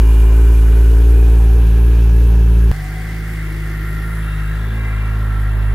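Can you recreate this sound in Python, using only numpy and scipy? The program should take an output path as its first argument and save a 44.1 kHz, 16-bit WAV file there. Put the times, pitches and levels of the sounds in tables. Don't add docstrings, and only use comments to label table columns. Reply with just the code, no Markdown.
import sys
import numpy as np
from scipy import signal
from scipy.fft import rfft, irfft
from scipy.io import wavfile

SR = 44100
rng = np.random.default_rng(int(sys.argv[2]) if len(sys.argv) > 2 else 0)


def log_audio(samples):
    frames = np.atleast_2d(samples).T
    limited = np.clip(frames, -1, 1)
    pcm = np.round(limited * 32767).astype(np.int16)
    wavfile.write(sys.argv[1], SR, pcm)


def nominal_scale(level):
    x = np.asarray(level, float) / 20
    return 10 ** x


N = 253134
TIME = np.arange(N) / SR
CUT_S = 2.7153
HUNT_HZ = 0.3
RING_WIDTH_HZ, RING_LOSS_HZ = 50, 4500
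RING_SIDE_DB = 2.5

# firing rate at start in Hz, drift in Hz per second.
IDLE = [
    (55.0, .55),
    (51.48, .03),
]
# peak in seconds, rise in Hz, half length in seconds.
SURGES = [
    [(.43, 1.1, .07), (.79, .8, .04), (1.11, 2.3, .17), (1.58, 1.6, .06), (1.69, -1.3, .04),
     (1.89, 1.6, .07), (2.23, 2.0, .045)],
    [(2.84, -1.2, .07), (3.05, 2.2, .1), (3.27, 2.2, .09), (3.66, .8, .14), (4.12, 3.0, .11),
     (4.74, 3.3, .13), (5.16, 2.2, .1), (5.6, 1.3, .06)],
]
# start in seconds, passing the silencer tip in seconds, step length in seconds.
WALK = [
    (0, 1.45, 0.17),
    (2.72, 4.61, .08),
]
CLOSING = (0.84, 1.44)
# turns from a pressure trough to the scene change,
# lag of the higher orders in radians, flutter under the upper orders in dB.
PULSE = [
    (.165, .7, -9),
    (-.38, -.7, -3),
]
# level at start in dB,
# dB per second of walk, dB past the tip, dB per Hz of speed.
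PIPE_LAW = [
    [(-7, -0.17, -1, 0.2), (-26, 0.5, 2.5, -0.04), (-31, 2, 1, -2), (-54, 2.5, 4.5, 1),
     (-29.5, 0, -2, 1.45)],
    [(-23.5, 1.93, -0.26, -0.23), (-32.5, 1.5, 3.5, 0.24), (-29, 0.95, -7.5, -0.5), (-49.5, -0.06, 7, 2),
     (-43, -0.05, 1, 0.6)],
]
# multiple of the firing rate, level in dB.
UPPER = [
    [(5, 0), (6, -7.5), (7, -1), (8, -8), (9, -27)],
    [(5, -3.5), (6, -2), (7, -3), (8, -7.5), (9, -7)],
]
# frequency in Hz, level in dB per Hz.
FLUTTER = [
    [(20, -38), (40, -34), (90, 5), (200, -15), (330, 5.5), (450, 7), (600, -10.5)],
    [(20, 1.5), (40, -17), (90, -31), (200, -4.5), (330, -6.5), (450, -17), (600, -11)],
]
BODY_EDGES_HZ = [480, 1150, 2260, 4300, 6900, 9600, 12600, 15900]
DRIVE = [
    (.15, .15),
    (.45, .2),
    (.15, .06),
    (.08, .08),
    (.12, .15),
    (.18, .24),
    (.15, .15),
]
# level at start in dB,
# dB per second of walk, dB past the tip.
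BODY_LAW = [
    [(-39, -1.56, 0.7), (-42.5, -1, 0), (-47, -0.4, 0.5), (-52, -.3, -0.5), (-50.5, -1, -4),
     (-48.5, -1, -0.5), (-52.5, -2, 1.5)],
    [(-47.5, 1.5, 2), (-40, 1.73, -3.5), (-48.5, -0.27, -0.2), (-51.5, -3, 0.3), (-53, -2, -1),
     (-52.5, -0.94, -0.4), (-54.5, -1.8, -1)],
]
# frequency in Hz, level in dB per Hz.
COLOUR = [
    [(240, -27), (400, -24), (425, -2.5), (452, -19), (606, -26.5), (960, -23), (1150, -28), (1640, -25),
     (1950, -32.5), (2230, -32), (2450, -30.5), (4390, -39.5), (9180, -37.5), (11200, -30), (15700, -37)],
    [(240, -33), (400, 19.5), (452, -12.5), (664, -10), (717, -7.5), (836, -9.5), (1370, -6.5),
     (1480, -5.5), (1890, -1.5), (2570, -20.5), (3380, -16.5), (4260, -22.5), (7880, -31.5), (11600, -26),
     (15700, -35)],
]
# frequency in Hz, # clearest moment in seconds, half span in
# seconds, level in dB.
CRANKCASE = [
    [(765, 1.3, 0.34, -46), (1040, .11, .3, -46.5), (1487, 0.46, 0.77, -48.5), (1661, 2.56, 1, -50)],
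    [(328, 3.68, 0.42, -41), (749, 2.89, 0.25, -44.5), (1092, 5.03, 0.21, -44.5), (1321, 4.42, .14, -40.5),
     (1354, 5.27, .35, -39), (1378, 4.08, 0.51, -41.5), (1600, 2.95, 0.45, -47), (1587, 5.5, 0.21, -44),
     (1620, 4.7, 0.35, -40), (1853, 3.88, 0.36, -41), (1860, 5.23, 0.23, -46), (1955, 3.27, 0.37, -47),
     (2025, 3.28, 0.79, -42), (2060, 4.87, 0.11, -40.5)],
]
# frequency in Hz,
# clearest moment in seconds, half span in seconds, level in dB.
HEAD = [
    [(2408, 0.22, 0.45, -47.5), (2476, 1.2, 0.085, -49.5), (2434, 1.64, .5, -55.5),
     (2645, 2.15, .47, -53.5), (2840, .1, 0.29, -47), (2880, 0.82, 0.19, -53), (6730, .34, 0.56, -60),
     (10950, 1.45, .49, -56.5), (11230, 0.37, .67, -53)],
    [(2184, 3.33, .46, -48), (2310, 4.91, 0.18, -48.5), (2720, 4.96, 0.28, -53.5), (2730, 3.6, 0.79, -59.5),
     (2710, 4.36, 0.086, -51.5), (3470, 4.68, 0.081, -49.5), (2710, 5.65, 0.13, -54.5),
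     (3730, 4.33, .06, -51.5), (3850, 4.58, 0.3, -56), (10300, 4.18, 0.15, -53.5), (10550, 5.65, 0.1, -62),
     (11560, 3.93, 0.23, -51.5)],
]
# frequency in Hz, side minus mid in dB.
PORTS = [
    [(60, -30), (110, -70), (200, -18), (380, -21.5), (700, -31), (1290, -21), (1900, -14), (2400, -8.5),
     (2900, -6.5), (4400, -6), (8120, -4.5), (15000, -0.5)],
    [(60, -24), (110, -27), (200, -20.5), (380, -18.5), (700, -17.5), (1290, -16), (1800, -17), (2250, 1.5),
     (2750, 4), (3200, -11), (4400, -4.5), (8120, -3.5), (15000, -4)],
]


def level(x, db=0):
    return x * nominal_scale(db) / np.sqrt(np.mean(x ** 2))


def colour(x, points, size=4096):
    f = np.maximum(np.arange(size // 2 + 1) * SR / size, 1)
    hz, db = np.transpose(points)
    gain = nominal_scale(np.interp(np.log(f), np.log(hz), db))
    cepstrum = irfft(np.log(gain))
    cepstrum[1:size // 2] *= 2
    cepstrum[size // 2 + 1:] = 0
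    return signal.oaconvolve(x, irfft(np.exp(rfft(cepstrum))))[:N]


def band(x, lo, hi, order=3):
    sos = signal.butter(order, [lo, hi], "band", fs=SR, output="sos")
    return level(signal.sosfilt(sos, x))


def per_firing(turns, rate=1):
    steps = (turns - turns[0]) * rate
    return np.interp(steps, np.arange(N // 100), rng.standard_normal(N // 100))


def surge(view):
    bells = sum(hz * np.exp(-0.5 * ((TIME - at) / span) ** 2) for at, hz, span in SURGES[view])
    return bells + HUNT_HZ * per_firing(TIME, 12)


def crank(hz, at_cut):
    steady = np.cumsum(hz) / SR
    turns = steady + 0.012 * per_firing(steady)
    return turns - turns[int(CUT_S * SR)] + at_cut


def laws(table, walk, faster=0, power=1):
    start, tip, step = walk
    past = 0.5 + 0.5 * np.tanh((TIME - tip) / step)
    walked = np.maximum(TIME - start, 0) ** power
    return [db + drift_db * walked + tip_db * past + sum(speed_db) * faster
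            for db, drift_db, tip_db, *speed_db in table]


def exhaust_boom(turns, low_db, lag):
    angle = 2 * np.pi * turns
    strength = per_firing(turns)
    boom = 0
    for order, (db, scatter_db) in enumerate(zip(low_db, (0.4, 0.8, 1.2, 1.5)), start=1):
        size = nominal_scale(db + 0.12 * strength + scatter_db * per_firing(turns))
        phase = order * angle - lag * (order > 1) + np.pi * (order == 4)
        boom = boom - np.sqrt(2) * size * np.cos(phase)
    return boom


def uneven_firing(turns, low_db):
    angle = 2 * np.pi * turns
    higher = np.cos(2.5 * angle + per_firing(turns, 0.25))
    lower = np.cos(1.5 * angle + per_firing(turns, 0.25))
    return nominal_scale(low_db[2] - 14) * (higher + 0.6 * lower)


def upper_orders(turns, orders, lag):
    angle = 2 * np.pi * turns
    upper = 0
    for k, db in orders:
        size = nominal_scale(db + 1.5 * per_firing(turns))
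        spread = (0.5 - lag / 2) * (k - 6) ** 2
        upper = upper - size * np.cos(k * angle - lag + spread + 0.35 * per_firing(turns))
    return upper * (1 + 0.033 * np.cos(angle / 2))


def exhaust(turns, low_db, upper_db, orders, flutter, lag, flutter_db):
    boom = exhaust_boom(turns, low_db, lag) + uneven_firing(turns, low_db)
    upper = level(upper_orders(turns, orders, lag), -0.92)
    gas = colour(rng.standard_normal(N), flutter + [(1500, -70)])
    return boom + nominal_scale(upper_db) * (upper + level(gas, flutter_db))


def valve_ticks(turns, count=56):
    cycles = np.arange(np.floor(turns[0] / 4), turns[-1] / 4)[:, None]
    where, usual = rng.random(count), rng.exponential(1, count)
    chance = rng.standard_normal((len(cycles), count, 2))
    strike = 4 * (cycles + where) + 0.004 * chance[..., 0]
    at = np.interp(strike, turns, np.arange(N), left=N, right=N)
    force = nominal_scale(1.8 * usual + 2.3 * chance[..., 1]) * rng.choice([-1, 1], count)
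    return np.bincount(at.astype(int).ravel(), force.ravel(), N + 1)[:N]


def shake(turns, share, puff):
    ticks = level(valve_ticks(turns))
    gate = 1 + puff * np.cos(2 * np.pi * turns - 1.0)
    return share * ticks + (1 - share) * gate * rng.standard_normal(N)


def body(turns, band_db, points):
    out = 0
    for lo, hi, db, (share, puff) in zip(BODY_EDGES_HZ, BODY_EDGES_HZ[1:], band_db, DRIVE):
        part = band(colour(shake(turns, share, puff), points), lo, hi, order=6)
        out = out + part * nominal_scale(db + 1.28 * per_firing(turns, 0.5))
    return out


def ringing_covers(turns, table, ports):
    mid, side = 0, 0
    drive = shake(turns, *DRIVE[1])
    for hz, at, span, db in table:
        width = RING_WIDTH_HZ * (1 + (hz / RING_LOSS_HZ) ** 2)
        side_db = RING_SIDE_DB + np.interp(hz, *np.transpose(ports))
        pole = np.exp((2j * hz - 1.33 * width) * np.pi / SR)
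        ring = signal.lfilter([1], [1, -2 * pole, pole ** 2], drive)
        facing = np.exp(-0.5 * ((TIME - at) / span) ** 2)
        ring = ring * nominal_scale(db) / np.std(ring.real) * facing
        mid = mid + ring.real
        side = side + nominal_scale(side_db) * ring.imag
    return mid, side


def standpoint(view):
    faster = surge(view)
    start_hz, drift_hz = IDLE[view]
    hz = start_hz + drift_hz * (TIME - WALK[view][0]) + faster
    at_cut, lag, flutter_db = PULSE[view]
    turns = crank(hz, at_cut)
    *low_db, upper_db = laws(PIPE_LAW[view], WALK[view], faster, CLOSING[view])
    pipe = exhaust(turns, low_db, upper_db, UPPER[view], FLUTTER[view], lag, flutter_db)
    band_db = laws(BODY_LAW[view], WALK[view])
    near = body(turns, band_db, COLOUR[view])
    scattered = body(turns, band_db, COLOUR[view])
    rings, rings_side = ringing_covers(turns, CRANKCASE[view] + HEAD[view], PORTS[view])
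    mid = pipe + near + rings
    sway = np.minimum(TIME / 0.028, 1) * per_firing(turns, 0.2)
    late = np.roll(0.39 * near + pipe * sway, 85)
    side = colour(1.07 * scattered + late, PORTS[view]) + rings_side
    return np.array([mid + side, mid - side])


def scene():
    return np.where(TIME < CUT_S, standpoint(0), standpoint(1))


def low_pass(x):
    return signal.sosfilt(signal.butter(12, 15870, fs=SR, output="sos"), x)


def record(dry):
    return low_pass(dry)


dry = scene()
out = record(dry)
log_audio(out)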